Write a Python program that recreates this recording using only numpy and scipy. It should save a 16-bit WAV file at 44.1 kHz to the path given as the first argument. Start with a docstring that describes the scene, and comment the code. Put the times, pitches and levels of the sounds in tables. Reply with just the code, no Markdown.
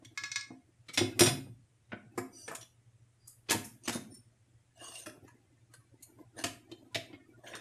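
"""In a small room, steel parts and tools are lifted, turned in the hands and dropped on a cardboard sheet.
Contacts are clumped noise bursts that ring steel modes, thuds are damped swings with the sheet's modes.
Fingers slide as patchy noise through resonances, thin wavering tones come and go, cardboard creaks.
A faint fuzzy hum and hiss lie underneath; the microphone's noise suppressor lowers sound near the usual level."""
import sys
import numpy as np
from scipy import signal
from scipy.fft import rfft, irfft
from scipy.io import wavfile
from scipy.ndimage import uniform_filter1d

SR = 44100
rng = np.random.default_rng(int(sys.argv[2]) if len(sys.argv) > 2 else 0)


def store_pcm(level_fs):
    """Save levels as 16-bit WAV."""
    pcm = np.round(np.clip(level_fs, -1, 1) * 32767).astype(np.int16)
    wavfile.write(sys.argv[1], SR, np.atleast_2d(pcm).T)


N = 335380

SUPPRESS_DB = 8  # greatest depth by which the suppressor lowers sound


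def amp(db):
    """Amplitude factor of a level in dB."""
    return 10 ** (np.asarray(db) / 20)


def evened(x):
    """The signal scaled to rms 1."""
    return x / np.sqrt(np.mean(x ** 2) + 1e-20)


def peaked(x, db):
    """The signal scaled to a peak level in dB."""
    return amp(db) * x / abs(x).max()


def read(points, hz):
    """A curve of (Hz, value) points, read along log frequency."""
    point_hz, value = np.transpose(points)
    return np.interp(np.log(hz + 1), np.log(point_hz + 1), value)


def add(mix, start_s, sound):
    """Lay a sound into the mix at its start time."""
    part = mix[round(start_s * SR):][:len(sound)]
    part += sound[:len(part)]


def noise(points, size):
    """Noise of rms 1 with the spectrum points (Hz, dB)."""
    spectrum = rfft(rng.standard_normal(size))
    colour = amp(read(points, np.fft.rfftfreq(size, 1 / SR)))
    return evened(irfft(spectrum * colour, size))


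def ringing(modes, tilt_db=0, spread_db=0):
    """Impulse response of a body, energy 1; the place struck changes the share of each mode."""
    hz, db, t60_s = np.transpose(modes)[:, :, None]
    t = np.arange(SR // 2) / SR
    db = db + tilt_db * np.log2(hz / 3000) + spread_db * rng.standard_normal(hz.shape)
    swings = np.sin(2 * np.pi * (hz * t + rng.random(hz.shape)))
    response = (amp(db - 60 * t / t60_s) * swings).sum(0)
    return response / np.linalg.norm(response)


def hiss():
    """Steady coloured noise."""
    # hiss spectrum: pitch_hz [Hz], level_db [dB per Hz, relative]
    colour = [(20, -44), (40, -27.5), (70, -15), (110, -3), (160, -20.5), (350, -29), (520, -28),
              (1100, -33.5), (1900, -31.5), (4500, -39), (8600, -35), (10500, -39.5), (13000, -59),
              (15000, -56.5)]
    return amp(-71.5 + SUPPRESS_DB) * noise(colour, N)  # raised to make up for the suppressor


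def hum():
    """A steady tone made slightly fuzzy by narrow noise around its pitch."""
    hum_hz, width_hz = 118.5, 56
    t = np.arange(N) / SR
    pole = np.exp(-np.pi * width_hz / SR)
    waver = signal.lfilter([1], [1, -pole], rng.standard_normal((2, N)))
    fuzz = evened(waver[0]) + 1j * evened(waver[1])
    tone = ((3. + fuzz) * np.exp(2j * np.pi * hum_hz * t)).real
    return amp(-70 + SUPPRESS_DB) * evened(tone)


def rustle():
    """Low lumpy creaks of the cardboard as hands shift the pile, and dense pips that follow the same level."""
    # level curve of the shifting pile: time_s [s], level_db [dB, applied to creaks and pips]
    pile_level = [(0.0, -68.5), (0.91, -78.5), (1.099, -53.5), (1.27, -52), (1.59, -84), (1.92, -85),
                  (2.14, -66.5), (3.05, -83.5), (3.941, -68), (4.68, -81), (5.02, -65), (5.44, -70.5),
                  (7.6, -62)]
    time_s, level_db = np.transpose(pile_level)
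    lumps_db = 5.4 * evened(uniform_filter1d(rng.standard_normal(N), 1500))
    colour = [(150, -26.5), (240, -1.5), (340, 2), (450, -16.5), (700, -15), (1200, -40.0)]
    sheet = amp(lumps_db + 1.5) * noise(colour, N)
    t = np.arange(2000) / SR
    for hz in np.geomspace(550, 2600, 14):
        # small random pips, about 5 a second at each pitch, of random strength
        pips = (rng.random(N) < 5. / SR) * amp(4. * rng.standard_normal(N))
        pip = np.sin(2 * np.pi * hz * t) * np.hanning(len(t))
        sheet += amp(-9.) * signal.oaconvolve(pips, pip)[:N]
    return sheet * amp(np.interp(np.arange(N) / SR, time_s, level_db))


def slide(swell_s, fade_s, top_db, low_db, high_db):
    """Gritty friction through the part's resonances, in patches as the surfaces catch."""
    # resonances of the rubbed part: pitch_hz [Hz], width_hz [Hz, before 60 Hz of widening],
    # gain_db [dB, before scaling by 1.08]
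    resonances = [(684, 58, 4), (1100, 23, -10), (1674, 41, 2.5), (2864, 50, 2.5), (3510, 110, -7),
                  (4450, 87, -13), (6125, 63, 3.5), (6800, 29, -2), (8200, 120, -13), (8593, 88, 1.5),
                  (9195, 190, 2), (11500, 49, -28)]
    start_db, end_db = -20, -7.5  # stroke level at its start and end, against its top
    t = np.arange(0, swell_s + fade_s, 1 / SR)
    swell_db = start_db * (1 - t / swell_s)
    fade_db = end_db * (t - swell_s) / fade_s
    stroke_db = top_db + np.where(t < swell_s, swell_db, fade_db)

    low = noise([(200, -22), (350, 6.5), (800, -10.5), (2000, -10.0), (2600, -32)], len(t))
    mid = noise([(1500, -36), (2200, -3.5), (6500, 4), (8000, -25)], len(t))
    high = noise([(6000, -50), (7500, 9.5), (10500, 6), (14000, -3.0)], len(t))
    friction = mid + amp(low_db) * low + amp(high_db) * high

    hz, _, z = signal.stft(friction, SR, nperseg=512, noverlap=384)
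    body = amp(-14.0) + sum(amp(1.08 * gain_db) / (1 + (2 * (hz - pitch_hz) / (width_hz + 60.)) ** 2)
                            for pitch_hz, width_hz, gain_db in resonances)
    patches = uniform_filter1d(rng.standard_normal(z.shape), size=3, axis=0)  # across frequency
    patches = evened(uniform_filter1d(patches, size=14, axis=1))  # along time
    z = z * body[:, None] / body.mean() * amp(6.5 * patches)
    grit = signal.istft(z, nperseg=512, noverlap=384)[1][:len(t)]

    flutter_db = 1.9 * evened(uniform_filter1d(rng.standard_normal(len(t)), 300))
    catch = amp(stroke_db - 8.0 + flutter_db)
    return catch * grit * signal.windows.tukey(len(t), .1)


def slides():
    """Fingers and parts slide along metal, each stroke swelling and fading."""
    # strokes: start_s [s], swell_s [s], fade_s [s], top_db [dB, before an 8 dB trim],
    # low_db [dB, share under about 2 kHz], high_db [dB, share over about 7 kHz]
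    strokes = [(2.3, .09, .11, -65, -7.5, 9), (3.835, 0.024, .022, -47.5, -9.5, -7),
               (4.75, .09, .21, -51.5, -5, -4), (6.365, .022, .045, -47, 4.5, -3.5),
               (7.43, .04, .13, -60, 10, -1)]
    out = np.zeros(N)
    for start_s, *stroke in strokes:
        add(out, start_s, slide(*stroke))
    return out


def thin_tones():
    """Thin, narrow wavering tones swell and fade."""
    # tones: start_s [s], length_s [s], pitch_hz [Hz], level_db [dB rms, before the swell and fade]
    tones = [(2.309, 0.17, 4763, -61.5), (2.304, 0.21, 5900, -59), (3.18, 0.18, 4833, -73),
             (4.092, 0.11, 9296, -62), (4.096, .099, 5400, -64.5), (4.75, 0.22, 2844, -60.5),
             (4.807, .098, 1097, -55)]
    out = np.zeros(N)
    for start_s, length_s, hz, db in tones:
        t = np.arange(round(length_s * SR)) / SR
        waver = uniform_filter1d(rng.standard_normal((2, len(t))), 500)
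        wobble = 0.33 + evened(waver[0]) + 1j * evened(waver[1])
        tone = (wobble * np.exp(2j * np.pi * hz * t)).real
        add(out, start_s, amp(db) * evened(tone) * signal.windows.tukey(len(t), .6))
    return out


def thuds():
    """The sheet gives a damped swing at its own pitch, with its modes and a dull puff behind it."""
    # thuds on the cardboard: start_s [s], level_db [dB peak], pitch_hz [Hz]
    hits = [(0.019, -48, 269.2), (0.503, -39, 257.9), (0.888, -44, 161.6), (0.979, -27.5, 274.6),
            (1.008, -18.5, 360), (1.205, -11.5, 352.6), (1.268, -21.5, 131.7), (1.367, -39.5, 271.9),
            (1.464, -47, 235), (1.926, -31.5, 219.3), (2.058, -51.5, 126), (2.175, -26.5, 367.3),
            (2.48, -39, 453.8), (3.489, -35, 408), (3.503, -32, 359), (3.544, -25.5, 219.7),
            (3.878, -28.5, 240), (3.95, -28, 230.9), (4.81, -46.5, 703), (5.065, -42.5, 371.2),
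            (5.066, -41, 609), (5.169, -46, 130.5), (6.384, -42, 285), (6.44, -32, 286.8),
            (6.714, -42, 340.8), (6.953, -28, 670), (6.952, -35.5, 282), (7.1, -46.5, 335.2),
            (7.129, -41.5, 283)]
    # modes of the sheet: pitch_hz [Hz], level_db [dB, relative], t60_s [s]
    sheet_modes = [(107, 0, .12), (164, -6.5, 0.08), (262, -3, 0.18), (324, 0, 0.091), (708, -15, 0.33),
                   (795, -17.5, .017)]
    out, t = np.zeros(N), np.arange(SR // 2) / SR
    rise = (1 - np.exp(-t / 0.0028)) ** 2
    fade = amp(-60 * t / 0.08)
    for start_s, db, hz in hits:
        swing = fade * np.sin(2 * np.pi * hz * t)
        puff = fade * noise([(50, -20), (hz, 0), (900, -12), (2500, -40), (6000, -80)], len(t))
        sheet = peaked(ringing(sheet_modes, spread_db=3.0), -6.5)
        add(out, start_s, peaked(rise * (swing + amp(-6.0) * puff + sheet), db))
    return out


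def taps():
    """A thin tool shaft is tapped: a sharp tick and the ring of the shaft."""
    # taps: start_s [s], level_db [dB peak], brightness_db [dB per octave for the ring,
    # dB at 7 kHz for the tick]
    hits = [(0.1751, -25.5, -3), (0.2365, -26.5, -1.5), (0.2563, -34.5, -2.5), (0.3163, -25.5, 5.1),
            (0.3585, -19.5, 1.4), (0.4094, -34.5, 6)]
    # modes of the shaft: pitch_hz [Hz], level_db [dB, relative], t60_s [s]
    shaft_modes = [(1120, -13, .18), (1355, -18, .15), (1683, -7, .18), (2155, 2, .09), (2515, -6, .09),
                   (3460, -13, .1), (3813, -9, .12), (4275, -10, .09), (4785, -7, .11), (5387, -6, .1),
                   (5920, 0, .04), (8253, -10, .04)]
    out, t = np.zeros(N), np.arange(SR // 2) / SR
    thin = signal.butter(4, 950, "high", fs=SR, output="sos")  # a thin shaft radiates no bass
    rise = 1 - np.exp(-t / 0.00013)
    for start_s, db, tilt_db in hits:
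        tick = noise([(1200, -5.5), (7000, tilt_db), (10000, -24.5)], len(t)) * amp(-60 * t / 0.062)
        tap = ringing(shaft_modes, tilt_db, 1.) + amp(-7) * tick / np.linalg.norm(tick)
        add(out, start_s, peaked(signal.sosfilt(thin, tap * rise), db))
    return out


def burst(db, body_db, tilt_db, top_db, rise_ms, t60_ms):
    """A rough rush of tiny collisions that come in clumps."""
    ms = np.arange(SR // 2) * 1000 / SR
    rise = (1 - np.exp(-ms / max(rise_ms, .1))) ** 2
    shape = rise * amp(-60 * ms / t60_ms)
    lumps = uniform_filter1d(uniform_filter1d(rng.standard_normal(len(ms)), 120), 120)
    clumps = amp(3. * np.minimum(ms / 8, 1) * evened(lumps))  # clumping grows over the first 8 ms
    middle_db = .6 * max(body_db, 0) + 0.28 * min(body_db, 0) + 3.5 - tilt_db / 3
    colour = [(250, body_db - 0.6), (1000, body_db - 1.0), (2500, middle_db),
              (3500, 2.0 - tilt_db / 2), (7000, tilt_db / 2),
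              (12000, tilt_db / 2 + top_db + 0.5), (14500, tilt_db / 2 + top_db - 18)]
    return peaked(noise(colour, len(ms)) * shape * clumps, db)


def held(t60_s, count=40):
    """A part damped by the grip: many short modes that change with every hold."""
    return [(hz, 0, t60_s) for hz in np.sort(rng.uniform(500, 14000, count))]


def rung(x, modes, ring_db, spread_db):
    """The sound x and the ring it wakes in a body."""
    ring = signal.fftconvolve(x, ringing(modes, spread_db=spread_db))[:len(x)]
    return x + amp(ring_db) * ring * np.linalg.norm(x) / np.linalg.norm(ring)


def drops():
    """A loose steel part drops on the pile and rattles; it rings freely in all its modes."""
    # drops: start_s [s], level_db [dB peak of the clatter, before the ring joins],
    # brightness_db [dB per octave for the ring, scaled for the clatter], t60_ms [ms, clatter]
    falls = [(0.974, -16.5, -7, 97), (1.192, -15.5, 2.5, 74), (1.206, -12, -0.5, 69),
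             (1.234, -19.5, -0.5, 79), (1.259, -21, -4.5, 130), (1.282, -27, -4, 73)]
    # modes of the loose steel: pitch_hz [Hz], level_db [dB, relative], t60_s [s]
    steel_modes = [(2160, -9, .15), (2510, -8, .17), (3462, -2, .17), (3811, -7, .2), (3930, -12, .15),
                   (4888, -3, .17), (5134, -1, .16), (5671, 0, .16), (6514, -14, .17), (6901, -11, .17),
                   (7140, -7, .13), (7450, -12, .17), (8664, -4, .3), (9606, -4, .15), (9918, -7, .12),
                   (10389, -5, .17), (11000, -8, .13), (12350, -13, .15), (13300, -14, .15),
                   (13906, -13, .13)]
    out, t = np.zeros(N), np.arange(SR // 2) / SR
    rise = 1 - np.exp(-t / 0.0016)
    for start_s, db, tilt_db, t60_ms in falls:
        clatter = burst(db, 1, 0.55 * tilt_db, -5.0 + 1.8 * tilt_db, 0.82, t60_ms)
        ring = ringing(steel_modes, tilt_db) * rise
        add(out, start_s, clatter + amp(.3) * np.linalg.norm(clatter) * ring)
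    return out


def contacts():
    """Parts in the hand touch: a crack wakes short damped modes and one stronger pitch."""
    # contacts: start_s [s], level_db [dB peak], body_db [dB, 1 kHz body over 5 kHz crack, nominal],
    # brightness_db [dB per octave, nominal], t60_ms [ms, crack], ring_hz [Hz]
    touches = [(0.047, -43, -11.5, -4.5, 46, 5663), (0.883, -38.5, -9, -12.5, 89, 2240),
               (0.932, -32.5, -5.5, 6.5, 140, 2090), (0.947, -36.5, -8, -0.5, 93, 5600),
               (1.918, -34.5, 25, -18, 76, 1470), (2.175, -25, 24, 13, 92, 795),
               (2.477, -29, 12.5, 0, 100, 1770), (2.51, -31.5, 25.5, 18, 110, 650),
               (2.548, -31, -2.5, 6.5, 70, 9270), (2.608, -42, -20, -8, 100, 5760),
               (3.271, -39, 1.5, 26, 190, 8930), (3.484, -27.5, 2.5, -20, 220, 869),
               (3.497, -23, -14.5, -2, 43, 3196), (3.505, -16, 4.5, 8.5, 95, 919.6),
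               (3.639, -37.5, -6.5, 16, 200, 8950), (3.875, -21.5, 7, 4.5, 120, 2910),
               (3.919, -31.5, 2.5, 3, 227, 9420), (4.14, -49.5, 13.5, 21.5, 90, 9360),
               (4.947, -37.5, -15, 2.5, 160, 2810), (4.986, -40, -15, 10, 98, 9540),
               (5.057, -33.5, 3, 4.5, 130, 3394), (5.274, -48.5, 10, 5, 160, 982),
               (5.736, -43.5, 7.5, 10.5, 66, 9850), (6.023, -39, -14.5, 15, 93, 8900),
               (6.185, -51, 28.5, 9, 42, 838), (6.437, -20.5, 1.5, 0.5, 110, 694),
               (6.714, -41.5, -13.5, -8, 45, 3110), (6.945, -22, -7.5, -7.5, 88, 2300),
               (7.128, -47.5, 8.5, -28, 87, 2160), (7.464, -41, 10, -34, 140, 670),
               (7.526, -35.5, 18.5, -24, 230, 694), (7.551, -32.5, 6, 1, 52, 2483)]
    out = np.zeros(N)
    for start_s, db, body_db, tilt_db, t60_ms, hz in touches:
        # ring share falls as level rises, so quiet contacts are more tonal
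        ring_db = -4. - .5 * (db + 25)
        top_db = -10 + 0.33 * tilt_db  # the treble above 7 kHz partly follows the brightness
        blow = burst(db, body_db, tilt_db, top_db, t60_ms / 50.0, t60_ms)
        modes = held(0.019) + [(hz, 8., .06)]
        add(out, start_s, peaked(rung(blow, modes, ring_db, spread_db=6.5), db))
    return out


def room(x):
    """Sparse taps of random sign, each band dying at its own speed."""
    # room decay: pitch_hz [Hz], t60_s [s]
    decay = [(120, 0.79), (400, 0.3), (2000, 0.36), (6000, 0.28), (13000, 0.38)]
    tail = np.zeros(SR // 2)
    at = np.arange(150, len(tail) - 20, 20)
    tail[at + rng.integers(0, 20, len(at))] = rng.choice([-1., 1.], len(at))
    hz, t, z = signal.stft(tail, SR, nperseg=256)
    fade = amp(-60 * t / read(decay, hz)[:, None])
    tail = signal.istft(z * fade, SR, nperseg=256)[1]
    return signal.fftconvolve(x, tail / np.linalg.norm(tail))[:N]


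def scene():
    """The handled parts in their room, over the rustle, hiss and hum."""
    near = slides() + thin_tones() + thuds() + taps() + drops() + contacts()
    small = signal.butter(3, 95, "high", fs=SR, output="sos")  # the handled sounds lose their low end below about 95 Hz
    near = signal.sosfilt(small, near)
    return (near + amp(-6) * room(near) + rustle() + hiss() + hum())[None]


def record(dry):
    """A suppressor lowers every bin that stands near its usual level; then the band limit."""
    z = signal.stft(dry[0], nperseg=1024, noverlap=768)[2]
    power = uniform_filter1d(abs(z) ** 2, size=3, axis=0)
    power = uniform_filter1d(power, size=7, axis=1) + 1e-20
    usual = np.percentile(power, 30, axis=1, keepdims=True)
    keep = np.sqrt(np.clip(1 - amp(2.0) * usual / power, amp(-2 * SUPPRESS_DB), 1))
    quiet = signal.istft(z * keep, nperseg=1024, noverlap=768)[1][None, :N]
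    band = signal.firwin(255, 14300, window=("kaiser", 7), fs=SR)  # low-pass edge in Hz
    return signal.oaconvolve(quiet, band[None], "same")


dry = scene()
out = record(dry)
store_pcm(out)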